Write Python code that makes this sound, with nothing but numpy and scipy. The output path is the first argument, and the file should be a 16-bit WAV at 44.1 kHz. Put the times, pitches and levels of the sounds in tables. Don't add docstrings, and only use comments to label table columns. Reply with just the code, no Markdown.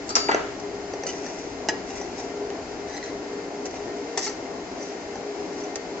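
import sys
import numpy as np
from scipy import signal
from scipy.fft import rfft, irfft
from scipy.io import wavfile

SR = 44100
rng = np.random.default_rng(int(sys.argv[2]) if len(sys.argv) > 2 else 0)


def generate_wav(sig):
    pcm = np.round(np.clip(np.atleast_2d(sig).T, -1, 1) * 32767).astype(np.int16)
    wavfile.write(sys.argv[1], SR, pcm)


def boost_factor(decibels):
    exponent = np.asarray(decibels, float) / 20
    return 10 ** exponent


N = 264600
FAR_LEAD_S = -.00033

# (time [s], level above 3.5 kHz [dB], 1.5-3.5 kHz re that [dB], below 1.5 kHz re that [dB])
DISH_HITS = [
    (0.1534, -2.5, -16, -19),
]
# (time [s], treble level [dB], mid re treble [dB], low re treble [dB])
DISH_RATTLE = [
    (0.0918, -18, -22, -18),
    (0.0988, -22.5, -19.5, -18),
    (0.1047, -27.5, -18, 3),
    (0.1592, -7, -43, -7.5),
    (0.164, -6.5, -9, -7.5),
]
# (time of peak [s], treble level [dB], build-up [s], let-off [s], mid re treble [dB])
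DISH_SLIDE = [
    (.075, -45, 0.017, .05, -19),
    (.1, -33, 0.011, 0.03, -26),
]
# (frequency [Hz], level [dB], T60 [s])
DISH = [(874, -6, 0.21), (1290, 5, 0.14), (1770, -3, 0.17), (2120, -7.5, 0.33), (2740, -7, 0.15),
        (3440, -18.5, 0.72), (4230, -23.5, 0.45), (4620, -0.5, 0.99), (4770, -10, 0.4), (5360, -2, .26),
        (5700, 9.5, 0.029), (6230, 2.5, 0.052), (6900, -8.5, 0.79), (7140, -10.5, 0.4), (8160, 7, 0.13)]


def dish():
    metal = blows(DISH_HITS, DISH, free_db=-5.5, damped_s=.045, crack_db=9, lead_s=FAR_LEAD_S,
                  wash_s=.33, spread=1)
    metal += blows(DISH_RATTLE, DISH, free_db=-41, damped_s=0.058, crack_db=10, lead_s=FAR_LEAD_S,
                   wash_s=0.22, spread=1)
    metal += scrapes(DISH_SLIDE, DISH, damping=0.092, rasp_db=16.0)
    muted_s, mute_db_per_s = 0.305, 500
    return metal * boost_factor(-mute_db_per_s * np.maximum(np.arange(N) / SR - muted_s, 0))


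# (time [s], treble level [dB], mid re treble [dB], low re treble [dB])
SET_DOWN = [
    (0.2854, -32, 14.5, 3.6),
    (0.2904, -29.5, -2, 23),
    (0.3127, -22.5, 4, 6),
    (0.3174, -25, 11.5, 12),
    (.333, -47.5, 9.5, 12),
]
# (frequency [Hz], level [dB], T60 [s])
COUNTER = [(284, -12, 0.084), (680, -8, 0.06), (760, -18, 0.21), (824, 0, 0.036), (1040, -24, 0.14),
           (1290, -5.5, 0.2), (1390, -4, 0.14), (1655, -9, 0.36), (1990, -4, 0.15), (2290, -12, 0.18),
           (2740, -9, 0.13), (3430, -22, 0.1), (4440, -2, 0.08), (5400, -23, 0.22), (5870, -7, .1),
           (6750, -23, 0.22)]
# (time [s], treble level [dB], mid re treble [dB], low re treble [dB])
SETTLE = [
    (0.3455, -17.5, 1, 10),
    (.397, -48, 13, 12),
    (.448, -43, 8.7, 12),
]
# (frequency [Hz], level [dB], T60 [s])
COUNTER_FLAT = [(421, -5.5, 0.16), (616, -1, 0.062), (802, -9, 0.11), (1382, -8, 0.15), (1665, 10, 0.44),
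                (2100, -1, .2), (2720, -4, .2), (5100, -9, .1), (6130, 9, .045), (6640, -6, .06)]


def counter():
    metal = blows(SET_DOWN, COUNTER, free_db=-11.5, damped_s=0.023, crack_db=2.5, lead_s=FAR_LEAD_S,
                  wash_s=0.79, spread=1)
    metal += blows(SETTLE, COUNTER_FLAT, free_db=-18.5, damped_s=0.017, crack_db=1.5, lead_s=FAR_LEAD_S,
                   wash_s=0.35, spread=0.83)
    return metal


# (time [s], treble level [dB], mid re treble [dB], low re treble [dB])
BOWL_HITS = [
    (1.904, -30.5, -3, 4.5),
    (2.1853, -33, -17, 0),
    (3.7686, -32.5, -11, -8),
]
# (frequency [Hz], level [dB], T60 [s])
BOWL = [(334, 3.5, 0.16), (560, -3, 0.38), (696, 0, 0.095), (778, 15, 0.33), (1740, -2, 0.25),
        (1843, 3.5, 0.31), (2280, -3.5, 0.57), (2770, 2.5, .25), (2830, -4.5, .1), (3800, 4, 0.17),
        (4570, -28, 0.26), (4890, -16.5, .28), (5040, -5, .2), (5770, 3.5, .15), (6160, -1.5, .5),
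        (6070, -7.5, .1), (7300, -9, .2), (7280, -9, .2), (7270, -17.5, 0.18)]
# (time [s], treble level [dB], mid re treble [dB], low re treble [dB])
BOWL_KNOCK = [
    (1.6864, -12, -3, 1),
    (1.6905, -20, 2, -3.5),
    (1.6935, -19.5, 5, -3),
]
# (frequency [Hz], level [dB], T60 [s])
KNOCKED = [(317, 1.5, 0.062), (678, 1.5, 0.1), (858, 1.5, 0.096), (1703, -1, 0.13), (1890, -2, 0.19),
           (2837, -4, 0.085), (4010, -5.5, 0.063), (4860, -9.5, .12), (5020, -2.5, .08),
           (5430, -9.5, 0.063), (5920, -7.5, .08), (6160, -6, .14), (6340, -9.5, .055), (7100, -12, .1),
           (7240, -6, 0.046)]
# (time [s], treble level [dB], mid re treble [dB], low re treble [dB])
RATTLE = [
    (1.0657, -20, -12, -10),
    (1.071, -28, -7, -15),
    (1.079, -34, -7, -19),
    (1.087, -27, -5.5, -19),
    (1.0917, -24.5, -9, -15),
    (1.098, -28, -4, -15),
    (1.104, -28, -11, -16),
    (1.115, -35, -1, -8),
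]
# (frequency [Hz], level [dB], T60 [s])
RATTLED = [(580, 5, 0.078), (720, -5, .05), (1335, 0, .1), (1960, -7, .1), (2850, -4, .15),
           (2990, -5.5, 0.11), (4300, -6, .04), (4840, -8, .15), (5000, -13, .08), (5440, -20, .08),
           (6144, 1.5, .15), (6250, -4, .06), (7030, -8, .1), (7400, -16, .08)]


def bowl():
    metal = blows(BOWL_HITS, BOWL, free_db=-13.5, damped_s=0.018, crack_db=8.5, lead_s=.00003, wash_s=.2)
    metal += blows(BOWL_KNOCK, KNOCKED, free_db=-14, damped_s=0.07, crack_db=0.5, lead_s=0, wash_s=0.12,
                   treble_pan_db=-3.5)
    metal += blows(RATTLE, RATTLED, free_db=-6.5, damped_s=0.04, crack_db=-3.0, lead_s=.00002, wash_s=.06,
                   treble_pan_db=-5.0)
    return metal


# (time [s], treble level [dB], mid re treble [dB], low re treble [dB])
RIM_HITS = [
    (4.1742, -12.5, -9, -5),
    (4.1844, -31, -4, 8.5),
    (4.228, -26.5, -14, -13),
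]
# (frequency [Hz], level [dB], T60 [s])
RIM = [(436, 6.5, 0.15), (757, 0, 0.2), (934, 2.5, 0.11), (1815, 4.5, 0.16), (2020, 2.5, 0.13),
       (3500, -4.5, 0.023), (4740, -9, 0.1), (5100, -2, 0.065), (5500, 2.5, 0.045), (5880, -3, 0.07),
       (6150, 1.5, 0.14), (6430, -6, 0.093), (6700, -9, .1), (7650, -7.5, 0.1)]
# (time [s], treble level [dB], mid re treble [dB], low re treble [dB])
HANDLE_HITS = [
    (4.2654, -25, -2, -6),
    (4.2724, -31, -4, 6.5),
]
# (frequency [Hz], level [dB], T60 [s])
HANDLE = [(862, 4.5, 0.093), (1330, 0, 0.094), (1700, -5, .06), (2140, 2, 0.053), (4400, -14, 0.05),
          (5700, 6, .06), (6730, 0, .06)]
# (time [s], treble level [dB], mid re treble [dB], low re treble [dB])
HANDLE_TIP = [
    (4.2784, -26, -13, -17),
    (4.2825, -33, -16, -16),
]
# (frequency [Hz], level [dB], T60 [s])
TIP = [(850, 0, .06), (2090, 1, .06), (4400, 4, 0.072), (6430, -15, .05)]


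def rim():
    metal = blows(RIM_HITS, RIM, free_db=-18, damped_s=0.11, crack_db=8.5, lead_s=.00002, wash_s=0.11)
    metal += blows(HANDLE_HITS, HANDLE, free_db=-28, damped_s=0.06, crack_db=5.0, lead_s=.00003, wash_s=.1)
    metal += blows(HANDLE_TIP, TIP, free_db=-16, damped_s=0.042, crack_db=-9.0, lead_s=.00003, wash_s=.05)
    return metal


# (time [s], treble level [dB], mid re treble [dB], low re treble [dB])
THUDS = [
    (0.9365, -44, 3, 24),
    (1.0590, -44, 3, 24),
]
# (frequency [Hz], level [dB], T60 [s])
THUD = [(530, 9, 0.021), (780, -9, 0.048), (1800, 0, .05), (4470, -2, .03)]
# (time [s], treble level [dB], mid re treble [dB], low re treble [dB])
FLECK = [
    (3.0599, -32, -8, -5),
]
# (frequency [Hz], level [dB], T60 [s])
FLECKED = [(900, -1, .05), (2000, 0, .05), (4500, -7, .03), (5240, 2, .1), (6300, -5, .05), (7100, -6, .05)]


def fruit():
    metal = blows(THUDS, THUD, free_db=-21, damped_s=0.027, crack_db=-11.0, lead_s=0, wash_s=.05)
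    metal += blows(FLECK, FLECKED, free_db=-11, damped_s=0.04, crack_db=1.5, lead_s=0, wash_s=.05)
    return metal


# (time [s], treble level [dB], mid re treble [dB], low re treble [dB])
LADLE_HITS = [
    (0.936, -28, -3.5, -2),
    (1.0355, -22.5, -10, -2),
    (1.24, -39.5, -13, -12),
    (1.263, -27.5, -6, -2.5),
    (1.3994, -42.5, 0, 2.5),
    (4.8083, -33.5, -9, 0),
    (5.1556, -35, -3, 5),
]
# (time [s], treble level [dB], mid re treble [dB], low re treble [dB])
DRY_CLICKS = [
    (0.5985, -29.5, -14, -3),
    (2.5017, -31, 0.5, 2),
    (3.6555, -24, -19, -10),
    (3.6626, -27, -17.5, -0.5),
    (3.71, -30.5, -14.5, -11),
    (3.7386, -42.5, 0, 16),
    (5.757, -17.5, -9, -8),
]
# (frequency [Hz], level [dB], T60 [s])
LADLE = [(524, 4, 0.13), (778, 2.5, 0.37), (1810, -4, 0.13), (2560, -12, 0.025), (4600, 4, 0.018),
         (4610, -7.5, 0.12), (5680, 0, 0.18), (6130, 3, 0.06), (7660, -17.5, .1)]
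# (time [s], treble level [dB], mid re treble [dB], low re treble [dB])
PINGS = [
    (1.9577, -46, -11, -22),
    (2.013, -28, -11, 0.5),
    (4.2932, -34, -15, -7),
    (4.8263, -29.5, -16.5, -21),
    (5.637, -32, -19, -24.5),
]
# (frequency [Hz], level [dB], T60 [s])
PING = [(800, 3, 0.059), (1980, -5.5, 0.25), (3000, -9, 0.053), (5370, 0, 0.078), (6020, 3.5, 0.27),
        (6250, -17.5, .1), (6600, -9.5, 0.08)]


def ladle():
    metal = blows(LADLE_HITS, LADLE, free_db=-37.5, damped_s=0.043, crack_db=-2.5, lead_s=.00001, wash_s=.1)
    metal += blows(DRY_CLICKS, LADLE, free_db=-31.5, damped_s=0.04, crack_db=11.0, lead_s=.0001, wash_s=.1)
    metal += blows(PINGS, PING, free_db=-6, damped_s=.045, crack_db=-3, lead_s=.00003, wash_s=.06)
    return metal


# (time [s], treble level [dB], mid re treble [dB], low re treble [dB])
RUB_HITS = [
    (2.8873, -43, -2, -19),
    (2.899, -36, -5, -25),
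    (2.908, -40, 5, -19),
    (2.9367, -33, -7, -19.5),
    (2.9454, -36, 2, 0),
]
# (frequency [Hz], level [dB], T60 [s])
RUBBED = [(810, 16, 0.12), (1705, -2.5, 0.12), (1930, -1, 0.096), (3920, -2, 0.17), (5100, -4, 0.11),
          (6020, 3.5, 0.12), (7200, -17, .1)]
# (time [s], treble level [dB], mid re treble [dB], low re treble [dB])
BARE_HITS = [
    (2.9661, -33, -2, -3),
    (2.978, -38, 7, -15),
    (3.027, -34, 5, -15),
    (3.039, -34.5, -2, -15),
    (3.078, -42, 9, -15),
    (3.09, -42, 5, -15),
]
# (frequency [Hz], level [dB], T60 [s])
BARE = [(810, 0, .1), (1940, 0, .12), (2050, -7, .1), (4130, 4, .16), (5130, -10, .06), (5610, -4, .1),
        (6290, -9, .08), (7500, -14, .05)]


def catches():
    metal = blows(RUB_HITS, RUBBED, free_db=-12, damped_s=0.12, crack_db=-5.0, lead_s=-.00001, wash_s=0.071,
                  treble_pan_db=-4.5, rise_per_s=0.11)
    metal += blows(BARE_HITS, BARE, free_db=-12.5, damped_s=0.041, crack_db=-4.5, lead_s=-.00001, wash_s=0.06,
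                   treble_pan_db=-6.0)
    return metal


# (time of peak [s], treble level [dB], build-up [s], let-off [s], mid re treble [dB])
SCRAPES = [(1.09, -37, 0.024, 0.064, -5.5), (1.26, -45.5, 0.27, 0.44, -5), (1.402, -51, 0.036, 0.029, -2),
           (1.91, -47.5, 0.1, 0.11, -5), (1.964, -45.5, 0.031, 0.22, -3), (2.2, -42.5, 0.053, .083, -9.5),
           (3.664, -39, 0.02, 0.015, -4), (3.764, -46, .09, 0.035, -4), (4.834, -49, .1, 0.25, -13),
           (5.608, -47.5, 0.15, 0.031, -12), (5.636, -48, .01, 0.055, -2)]
# (time of peak [s], treble level [dB], build-up [s], let-off [s], mid re treble [dB])
RUB = [
    (2.875, -55, 0.011, 0.26, -5),
    (2.974, -44, 0.12, 0.029, -8),
    (3.03, -49.5, 0.0097, 0.22, 0),
]
# (time of peak [s], treble level [dB], build-up [s], let-off [s], mid re treble [dB])
RIM_DRAG = [
    (4.18, -34, .005, 0.09, -6),
    (4.232, -35.5, 0.017, .08, -13),
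    (4.255, -37.5, 0.064, .07, -17),
    (4.275, -46.5, 0.032, 0.03, -4),
]
# (frequency [Hz], level [dB], T60 [s])
DRAGGED = [(1880, -1, .1), (2220, -14.5, 0.047), (3860, -14, 0.086), (4700, -2, 0.11), (5400, 1, .1),
           (5730, -3.5, 0.15), (6100, 2, 0.11), (6170, -2, .1), (6840, -8, .1), (6440, -12, 0.092),
           (7300, -4, 0.092), (7750, -17, 0.076)]


def sliding():
    metal = scrapes(SCRAPES, LADLE + PING, damping=0.11, rasp_db=13.0)
    metal += scrapes(RUB, RUBBED, damping=0.37, rasp_db=14.0)
    metal += scrapes(RIM_DRAG, DRAGGED, damping=0.37, rasp_db=12.5, uneven_db=3.5)
    return metal


def ringing(body, t, lead_s, spots):
    hz, db, t60 = np.transpose(body)[:, :, None, None]
    spacing_s = .00008
    lag = (lead_s + spacing_s * spots) * np.minimum(hz / 1150, 1) ** 4
    turn = np.pi * hz * lag * [[1], [-1]]
    strength = boost_factor(db + rng.normal(0, 0.37, (len(body), 1, 1)))
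    twin, spacing = 0.33, 0.0046
    split = spacing * rng.uniform(0.85, 1.6, (2, len(body), 1, 1)) * [[[[1]]], [[[-1]]]]
    beats = 1 + twin * np.sin(2 * np.pi * hz * split * t).sum(axis=0)
    start = rng.random((len(body), 1, 1))
    carriers = strength * beats * np.sin(2 * np.pi * (hz * t + start) + turn)
    return carriers, boost_factor(-60 * t / t60)


def in_band(x, low_hz, high_hz):
    return signal.sosfilt(signal.butter(2, [low_hz, high_hz], "band", fs=SR, output="sos"), x)


# (modes from [Hz], modes to [Hz], crack from [Hz], crack to [Hz], crack likeness [0-1])
RANGES = [(250, 1500, 300, 1400, .85), (1500, 3500, 1500, 2900, .4), (3500, 9000, 4300, 7400, .2)]


def blows(hits, body, free_db, damped_s, crack_db, lead_s, wash_s, rise_per_s=0, spread=0.36, treble_pan_db=0):
    out = np.zeros((2, N + SR))
    t = np.arange(SR // 4) / SR
    hz = np.transpose(body)[0]
    spots = spread * rng.uniform(-0.9, 1, (len(body), 1, 1))
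    for s, peak_db, mid_db, low_db in hits:
        raised = np.array(body) * [1 + rise_per_s * (s - hits[0][0]), 1, 1]
        carriers, free = ringing(raised, t, lead_s, spots)
        modes = carriers * free
        white = rng.standard_normal((3, len(t)))
        at = round(s * SR)
        for (low_hz, high_hz, *crack_hz, alike), db in zip(RANGES, [low_db, mid_db, 0]):
            damped = boost_factor(-60 * t / max(damped_s, .008) * (low_hz / 3500) ** 0.17)
            inside = (hz >= low_hz) & (hz < high_hz)
            ring = modes[inside].sum(axis=0) * (damped + boost_factor(free_db))
            dense = boost_factor(crack_db) * (damped + boost_factor(free_db - 60 * t / wash_s))
            noise = alike * white[0] + (1 - alike) * white[1:]
            crack = in_band(noise * dense, *crack_hz)
            onset = np.minimum(t / 0.00067 * (low_hz / 3500) ** 0.4, 1)
            part = onset * (ring + crack)
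            pan_db = treble_pan_db * (low_hz == RANGES[-1][0]) * np.array([[.5], [-.5]])
            out[:, at:at + len(t)] += boost_factor(peak_db + db + pan_db) * part / np.abs(part).max(axis=1).mean()
    return out[:, :N]


def scrapes(strokes, body, damping, rasp_db, uneven_db=4.5):
    high, mid = np.zeros((2, N))
    for *shape, mid_db in strokes:
        pressure = stroke(*shape)
        high = high + pressure
        mid = mid + boost_factor(mid_db) * pressure
    slips = rng.random(N) < 1600 / SR
    strength = boost_factor(uneven_db * rng.exponential(1, N).clip(0, 3))
    ticks = rms_one(slips * strength * rng.choice([-1, 1], N))
    t = np.arange(SR // 8) / SR
    carriers, free = ringing(body, t, 0, rng.uniform(-1.1, 1, (len(body), 1, 1)))
    modes = carriers * free ** (1 / damping)
    hz = np.transpose(body)[0]
    rasp = rng.standard_normal((2, len(t))) * boost_factor(rasp_db - 60 * t / 0.015)
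    out = 0
    for (low_hz, high_hz, *rasp_hz, _), pressure in zip(RANGES[1:], [mid, high]):
        inside = (hz >= low_hz) & (hz < high_hz)
        metal = modes[inside].sum(axis=0) + in_band(rasp, *rasp_hz)
        metal /= np.sqrt(np.mean(np.sum(metal ** 2, axis=1)) / 2)
        out = out + signal.fftconvolve((ticks * pressure)[None], metal)[:, :N]
    return out


def stroke(s, level_db, build_s, let_off_s):
    t = np.arange(N) / SR - s
    return boost_factor(level_db - 20 * np.where(t < 0, -t / max(build_s, .003), t / max(let_off_s, .003)))


def kitchen(x):
    t = np.arange(SR // 2) / SR
    low, high = rng.standard_normal((2, 2, len(t))) * (t > .006)
    cross_hz = 2600
    tail = in_band(low, 60, cross_hz) * boost_factor(-60 * t / 0.41)
    tail += in_band(high, cross_hz, 6000) * boost_factor(-4.5 - 60 * t / 0.38)
    return signal.fftconvolve(x, tail / np.sqrt(np.sum(tail[0] ** 2)), axes=1)[:, :N]


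# (frequency [Hz], density [dB per Hz])
DRONE = [(88, -35), (150, -21), (190, -12), (222, -18.5), (238, -11.5), (276, -7), (377, -7.5), (404, -2.5),
         (422, -7), (437, -17.5), (461, -17.5), (498, -9.5), (521, -14), (688, -9.5), (1200, -23.5),
         (1560, -51.5), (2640, -120)]
# (frequency [Hz], density [dB per Hz])
HISS = [(710, -48.5), (1200, -11.5), (1330, -3), (1440, -2.5), (1480, -2.5), (1810, -5), (1960, -6),
        (2120, -4), (2260, -6.5), (3550, -12), (5060, -8), (6980, -11), (7390, -15), (7850, -18.5),
        (7930, -60), (10700, -81), (18000, -120)]
# (frequency [Hz], density [dB per Hz])
RUMBLE = [(12, -42.5), (20, -4.5), (124, 0.5), (150, -10), (200, -29.5), (330, -120)]
# (time of peak [s], level [dB], build-up [s], let-off [s])
CLATTER = (-0.06, -20, -2.3, -0.02)
# (frequency [Hz], width [Hz], level [dB])
HUMS = [(409.1, 9, -39.5), (285.7, 35, -45.5), (69.7, 5.9, -66)]
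# (multiple of blade rate [1], level [dB])
BLADE_ORDERS = [(2, -45.5), (3, -70), (6, -61.5), (8, -59.5), (9, -57.5)]


def hob():
    drone_level = boost_factor(-35.5 + .9 * drift(4.8))
    out = drone_level * coloured(DRONE)
    hiss_level = boost_factor(-45.5 + .5 * drift(5.5))
    out += np.hypot(hiss_level, stroke(*CLATTER)) * coloured(HISS)
    fade_db = 1.5 * np.arange(N) / SR
    out += boost_factor(-49 - fade_db + 2.1 * drift(3.9)) * coloured(RUMBLE)
    for hz, width_hz, db in HUMS:
        out += boost_factor(db) * hum(hz, width_hz)
    blade_hz = 231
    for k, db in BLADE_ORDERS:
        out += boost_factor(db) * hum(k * blade_hz, 1.0 * k + 3)
    return out


def coloured(spectrum):
    low_hz, high_hz = spectrum[0][0], spectrum[-1][0]
    return pair_noise(lambda hz: boost_factor(at_hz(spectrum, hz)) * (hz > low_hz) * (hz < high_hz))


def hum(centre_hz, width_hz):
    return pair_noise(lambda hz: 1 / (1 + (2 * (hz - centre_hz) / width_hz) ** 2))


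# (frequency [Hz], likeness [0-1])
LIKENESS = [(25, .3), (60, .82), (150, .92), (400, .97), (600, .88), (850, .65), (1100, .6), (1450, .15),
            (1900, .2), (2300, .4), (3500, .5), (4600, .22), (5500, .38), (6200, .18), (8000, .15)]
# (frequency [Hz], left leads [rad])
LEAD = [(0, 0), (450, 0), (860, -.4), (1150, 0), (1600, 2), (1900, -.6), (2400, .2), (8270, -15.6)]
# (frequency [Hz], left over right [dB])
TILT = [(60, 2), (94, -0.5), (150, 3.5), (230, 1), (360, 3.5), (560, 1), (870, 5.5), (1360, 1), (2130, 7.5),
        (3330, -1.5), (5200, 3), (8120, -3.5)]


def pair_noise(gain_at):
    hz = np.arange(N // 2 + 1) * SR / N
    shared, left, right = rfft(rng.standard_normal((3, N)))
    alike = np.clip(at_hz(LIKENESS, hz), 0, 1)
    turn = np.exp(.5j * np.interp(hz, *np.transpose(LEAD))) * boost_factor(at_hz(TILT, hz) / 2)
    ears = np.sqrt(alike) * shared + np.sqrt(1 - alike) * np.array([left, right])
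    out = irfft(gain_at(hz) * ears * [turn, 1 / turn], N)
    return out / np.std(out.mean(axis=0))


def drift(rate_hz):
    r = np.exp(-80 * np.pi * rate_hz / SR)
    white = rng.standard_normal(N // 40 + 2002)
    slow = signal.lfilter([1], [1, -2 * r, r * r], white)[2000:]
    return np.interp(np.arange(N) / 40, np.arange(len(slow)), rms_one(slow))


def at_hz(points, hz):
    at, value = np.transpose(points)
    return np.interp(np.log(hz + 1), np.log(at + 1), value)


def rms_one(x):
    return x / np.sqrt(np.mean(x ** 2) + 1e-20)


def scene():
    background = hob()
    far = dish() + counter()
    metal = far + bowl() + rim() + fruit() + ladle() + catches() + sliding()
    metal *= boost_factor(np.array([[1.1], [-1.1]]))
    near_room_db, room_db = -5, -10.5
    to_room = far + boost_factor(near_room_db) * (metal - far)
    return metal + boost_factor(room_db) * kitchen(to_room) + background


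def band_limit(x):
    return signal.sosfilt(signal.butter(12, 9600, fs=SR, output="sos"), x)


# (frequency [Hz], gain [dB])
TOP_EDGE = [(7600, -0.5), (7800, -8), (7950, -23.5), (8100, -33), (8800, -48.5), (10000, -75.5),
            (20000, -100)]


def record(dry):
    hz = np.arange(N // 2 + 1) * SR / N
    mix = irfft(rfft(dry) * boost_factor(at_hz(TOP_EDGE, hz)), N)
    return band_limit(mix)


dry = scene()
out = record(dry)
generate_wav(out)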